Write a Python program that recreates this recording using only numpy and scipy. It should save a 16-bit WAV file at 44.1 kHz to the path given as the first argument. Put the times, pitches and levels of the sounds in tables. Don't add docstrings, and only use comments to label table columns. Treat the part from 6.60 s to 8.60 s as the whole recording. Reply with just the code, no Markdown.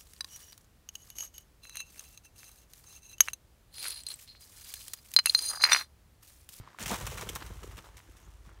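import sys
import numpy as np
from scipy import signal
from scipy.fft import rfft, irfft
from scipy.io import wavfile

SR = 44100
rng = np.random.default_rng(int(sys.argv[2]) if len(sys.argv) > 2 else 0)


def unload_wav(signal):
    wavfile.write(
        sys.argv[1],
        SR,
        np.round(np.clip(np.atleast_2d(signal).T, -1, 1) * 32767).astype(np.int16),
    )


N = 88200
TOP_HZ = 15700
STRIKE_ATTACK_S = 0.00034
LEAF_CRACKS_PER_S, STEM_CRACKS_PER_S = 330, 260


def undb(db):
    return 10 ** (np.asarray(db) / 20)


def clock():
    return np.arange(N) / SR


def curve(points):
    return undb(np.interp(clock(), *np.array(points).T))


def unit(x):
    return x / np.sqrt(np.mean(x ** 2))


def colour(x, tone):
    hz, db = np.array(tone).T
    grid_hz = np.maximum(np.fft.rfftfreq(N, 1 / SR), 1)
    gain = undb(np.interp(np.log(grid_hz), np.log(hz), db))
    cepstrum = irfft(np.log(gain), N)
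    cepstrum[1:N // 2] *= 2
    cepstrum[N // 2 + 1:] = 0
    return unit(irfft(rfft(x) * np.exp(rfft(cepstrum)), N))


def band(x, hz, width, order=1):
    edge = width / 2 + np.sqrt(1 + width ** 2 / 4)
    edges_hz = [hz / edge, min(hz * edge, SR / 2 - 10)]
    return signal.sosfilt(signal.butter(order, edges_hz, "band", fs=SR, output="sos"), x)


def lowpass(x, hz):
    return signal.sosfilt(signal.butter(2, hz, fs=SR, output="sos"), x)


def burst(start, release_s, length_s=0, attack_s=1 / SR):
    age = clock() - start
    return np.clip(age / attack_s, 0, 1) * np.exp(-np.maximum(age - length_s, 0) / release_s)


def crackle(cracks_per_s, tone, decay_s=0.0017):
    size_db = 3 * np.minimum(rng.exponential(size=N), 3)
    cracks = (rng.random(N) < cracks_per_s / SR) * undb(size_db) ** 2
    power = signal.lfilter([1], [1, -np.exp(-2 / (decay_s * SR))], cracks)
    volume = np.sqrt(power / power.mean() + 1)
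    return colour(volume * rng.standard_normal(N), tone)


def forest_air():
    # (frequency [Hz], level [dB])
    tone = [(59, -27), (100, 5), (185, -17), (328, -5.5), (452, -14.5), (891, -16), (3120, -53),
            (4980, -37), (6020, -41.5), (14700, -57), (16000, -60)]
    return undb(-67) * colour(rng.standard_normal(N), tone)


def rumble():
    # (frequency [Hz], level [dB])
    tone = [(20, -37.5), (48, 2.5), (130, -2), (220, -18), (500, -47)]
    # (time [s], level [dB])
    levels = [(0, -41), (.04, -60), (.17, -77), (.25, -53.5), (.48, -44), (.74, -52), (1.15, -54.5),
              (1.25, -65), (2, -71)]
    return curve(levels) * colour(rng.standard_normal(N), tone)


def bracken():
    # (time [s], level [dB])
    stirring = [(0, -63.5), (.09, -59), (.17, -67.5), (1.0, -63.5), (1.8, -73.5), (1.9, -67), (2, -68.5)]
    # (frequency [Hz], level [dB])
    tone = [(200, -1), (500, -5), (1050, 0), (1800, -1.5), (2800, -10), (5000, -12.5), (12000, -35)]
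    return curve(stirring) * crackle(STEM_CRACKS_PER_S, tone)


def twigs():
    # (time [s], peak level [dB], centre [Hz], width [share of the centre])
    snaps = [(0.075, -40.5, 1020, 0.28), (0.146, -45.5, 1130, 0.18), (.1868, -31.5, 1880, 1.1),
             (.227, -28, 6240, 0.33), (0.2361, -26, 4440, 1.4), (0.2594, -26.5, 2850, 0.73),
             (.262, -44, 7500, 1.8), (.2735, -40, 4500, 1.3), (.2955, -24, 5350, 0.47),
             (0.306, -27, 790, 0.78), (0.35, -32, 2110, 0.86), (0.469, -35, 3320, 0.77),
             (0.514, -32, 6200, 1.3), (0.583, -30.5, 2040, 0.56), (0.6229, -29.5, 1480, 1.4),
             (0.6903, -26.5, 3450, 0.49), (.6985, -26.5, 7500, 2), (0.7529, -24, 8000, 1.6),
             (0.7595, -27, 8000, 2.3), (0.761, -27.5, 8500, 2.2), (0.8231, -30.5, 1300, 1.4),
             (0.8258, -33.5, 3330, 1.5), (1.189, -32.5, 2260, 1.3), (1.269, -45, 1040, 0.81),
             (1.369, -44.5, 3000, 2), (1.38, -43, 2600, 0.73), (1.402, -44.5, 1270, 4.5),
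             (1.892, -43.5, 1190, 0.45)]
    out = np.zeros(N)
    for at, db, hz, width in snaps:
        breaking = burst(at, release_s=0.00018)
        splintering = undb(-11) * burst(at, release_s=0.0026)
        crack = band(rng.standard_normal(N) * (breaking + splintering), hz, width)
        crack = lowpass(crack, min(1.7 * hz, TOP_HZ))
        out += undb(db) * crack / np.abs(crack).max()
    return out


def foliage():
    # (time [s], length [s], leaf level [dB], stem level [dB])
    thrashes = [(0.1865, 0.0022, -48, -54), (0.194, 0.001, -47, -45.5), (.204, 0.02, -42.5, -44),
                (0.225, 0.014, -41.5, -44), (0.259, 0.006, -36, -41), (0.279, 0.043, -36.5, -42),
                (0.31, 0.033, -39.5, -35), (0.341, 0.017, -40, -38.5), (0.408, 0.022, -48.5, -42.5),
                (0.466, 0.0072, -37.5, -40), (0.512, 0.016, -46.5, -47), (0.573, 0.024, -42.5, -42),
                (0.61, 0.02, -44, -44), (0.689, 0.0038, -38.5, -45), (0.7517, .0005, -44.5, -46),
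                (0.758, 0.007, -43.5, -41), (0.805, 0.026, -72, -47.5), (0.8625, 0.0018, -47.5, -53.5),
                (1.031, 0.0056, -52.5, -49.5), (1.112, 0.023, -60.5, -57), (1.168, 0.013, -53.5, -52),
                (1.18, 0.0098, -50.5, -48.5), (1.242, 0.057, -60.5, -57), (1.368, 0.023, -55.5, -60.5),
                (1.568, 0.01, -59, -72), (1.85, 0.053, -66.5, -63)]
    # (time [s], level [dB])
    settling = [(0, -72), (.19, -69.5), (.23, -50.5), (.36, -48), (.5, -50.5), (.7, -53.5), (.9, -58.5),
                (1.0, -62), (1.07, -60.5), (1.3, -67.5), (1.6, -66), (2, -73)]
    # (frequency [Hz], level [dB])
    leaf_tone = [(800, -18.5), (2000, 5.5), (3000, 6), (4600, -2), (5800, 5), (9000, 2), (10500, -1),
                 (15500, -3.5)]
    # (frequency [Hz], level [dB])
    stem_tone = [(150, 1), (350, -6), (520, -2), (700, -3.5), (1050, 1), (1600, -3.5), (2500, -12),
                 (4000, -10), (12000, -49)]
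    leaf_power = curve(settling) ** 2
    stem_power = leaf_power * undb(-1.5) ** 2
    for at, length_s, leaf_db, stem_db in thrashes:
        shape = burst(at, release_s=0.012, length_s=length_s, attack_s=STRIKE_ATTACK_S)
        shape *= burst(at, release_s=0.058)
        leaf_power += (undb(leaf_db) * shape) ** 2
        stem_power += (undb(stem_db) * shape) ** 2
    leaves = np.sqrt(leaf_power) * crackle(LEAF_CRACKS_PER_S, leaf_tone)
    stems = np.sqrt(stem_power) * crackle(STEM_CRACKS_PER_S, stem_tone)
    return leaves + stems


def knocks():
    # (time [s], level [dB], centre [Hz], length [s])
    blows = [(0.204, -44.5, 167, 0.019), (0.26, -38.5, 158, 0.0045), (0.319, -37, 800, 0.013),
             (0.308, -33.5, 189, 0.015), (0.304, -40, 267, 0.0142), (0.469, -51, 157, 0.0132),
             (0.516, -46.5, 520, 0.014), (0.62, -44, 483, 0.014), (0.696, -41.5, 414, 0.0037),
             (0.815, -47.5, 273, 0.006), (1.041, -41.5, 385, 0.0025), (1.073, -48, 330, 0.00093),
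             (1.488, -50, 328, 0.0011), (1.871, -51.5, 145, 0.0062)]
    out = np.zeros(N)
    for at, db, hz, length_s in blows:
        shape = burst(at, release_s=0.003, length_s=length_s, attack_s=STRIKE_ATTACK_S)
        thump = band(rng.standard_normal(N) * shape, hz, width=0.52, order=2)
        out += undb(db) * unit(thump) * np.sqrt(np.mean(shape ** 2))
    return out


def air_pulse(at, width_s):
    offset = (clock() - at) / width_s
    return -offset * np.exp((1 - offset ** 2) / 2)


def wings(lift_lead_s=0.02, swish_lead_s=0.014, swish_width_s=0.0044):
    # (downstroke time [s], air pulse level [dB], swish level [dB])
    beats = [(0.26, -40.5, -52), (0.338, -49, -46.5), (0.403, -49, -53), (0.453, -32, -42),
             (0.51, -39, -49), (0.57, -39.5, -46.5), (.628, -60, -55), (.687, -37.5, -42),
             (0.746, -38.5, -48), (0.809, -57, -57), (0.868, -36, -47), (0.923, -35, -45.5),
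             (.981, -38, -58), (1.038, -40.5, -52), (1.095, -38.5, -66), (1.154, -38, -51),
             (1.209, -50, -56), (1.303, -45.5, -64), (1.361, -46, -58.5), (1.507, -43.5, -74),
             (1.567, -47, -65), (1.634, -51.5, -67), (1.692, -41.5, -58.5), (1.753, -43, -67),
             (1.81, -43, -72), (1.871, -43, -64), (1.931, -45.5, -60), (1.990, -44, -70)]
    # (frequency [Hz], level [dB])
    swish_tone = [(60, -43), (115, -6), (170, 7.5), (270, -15.5), (390, -0.5), (520, -7), (700, -13.5),
                  (1500, -10.5), (6000, -68)]
    pulses, swish_volume = np.zeros(N), np.zeros(N)
    for at, pulse_db, swish_db in beats:
        upstroke = undb(-6) * air_pulse(at - lift_lead_s, width_s=0.004)
        downstroke = air_pulse(at, width_s=0.0037)
        pulses += undb(pulse_db) * (upstroke + downstroke)
        offset = (clock() - at + swish_lead_s) / swish_width_s
        swish_volume += undb(swish_db) * np.exp(-offset ** 2 / 2)
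    return pulses, swish_volume * colour(rng.standard_normal(N), swish_tone)


def far_calls(length_s=0.055, rise_hz=1600, blur_hz=400):
    # (time [s], level [dB], starting pitch [Hz])
    notes = [(1.027, -65, 6170), (1.62, -71, 5700)]
    blur = unit(lowpass(rng.standard_normal(N), blur_hz))
    out = np.zeros(N)
    for at, db, hz in notes:
        progress = np.clip((clock() - at) / length_s, 0, 1)
        swell = np.sqrt(2 * np.abs(np.sin(np.pi * progress)))
        whistle = np.sin(2 * np.pi * np.cumsum(hz + rise_hz * progress) / SR)
        out += undb(db) * swell * blur * whistle
    return out


def woodland(x, gap_s=0.013, fade_60_db_s=0.35, echo_db=-15):
    # (frequency [Hz], level [dB])
    tone = [(60, -7.5), (400, 3.5), (6000, -4.5), (16000, 3.5)]
    tail = colour(rng.standard_normal(N), tone)
    tail *= burst(gap_s, release_s=fade_60_db_s / np.log(1000), attack_s=gap_s)
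    tail /= np.sqrt(np.sum(tail ** 2))
    return x + undb(echo_db) * signal.fftconvolve(x, tail)[:N]


def scene():
    pulses, swish = wings()
    among_trees = woodland(bracken() + twigs() + foliage() + knocks() + swish + far_calls())
    return (forest_air() + rumble() + pulses + among_trees)[None]


def record(dry):
    bass_cut = signal.butter(3, 39.5, "high", fs=SR, output="sos")
    treble_cut = signal.ellip(10, 0.2, 80, TOP_HZ, fs=SR, output="sos")
    thinned = signal.sosfiltfilt(bass_cut, dry, padtype="even")
    return signal.sosfilt(treble_cut, thinned)


dry = scene()
out = record(dry)
unload_wav(out)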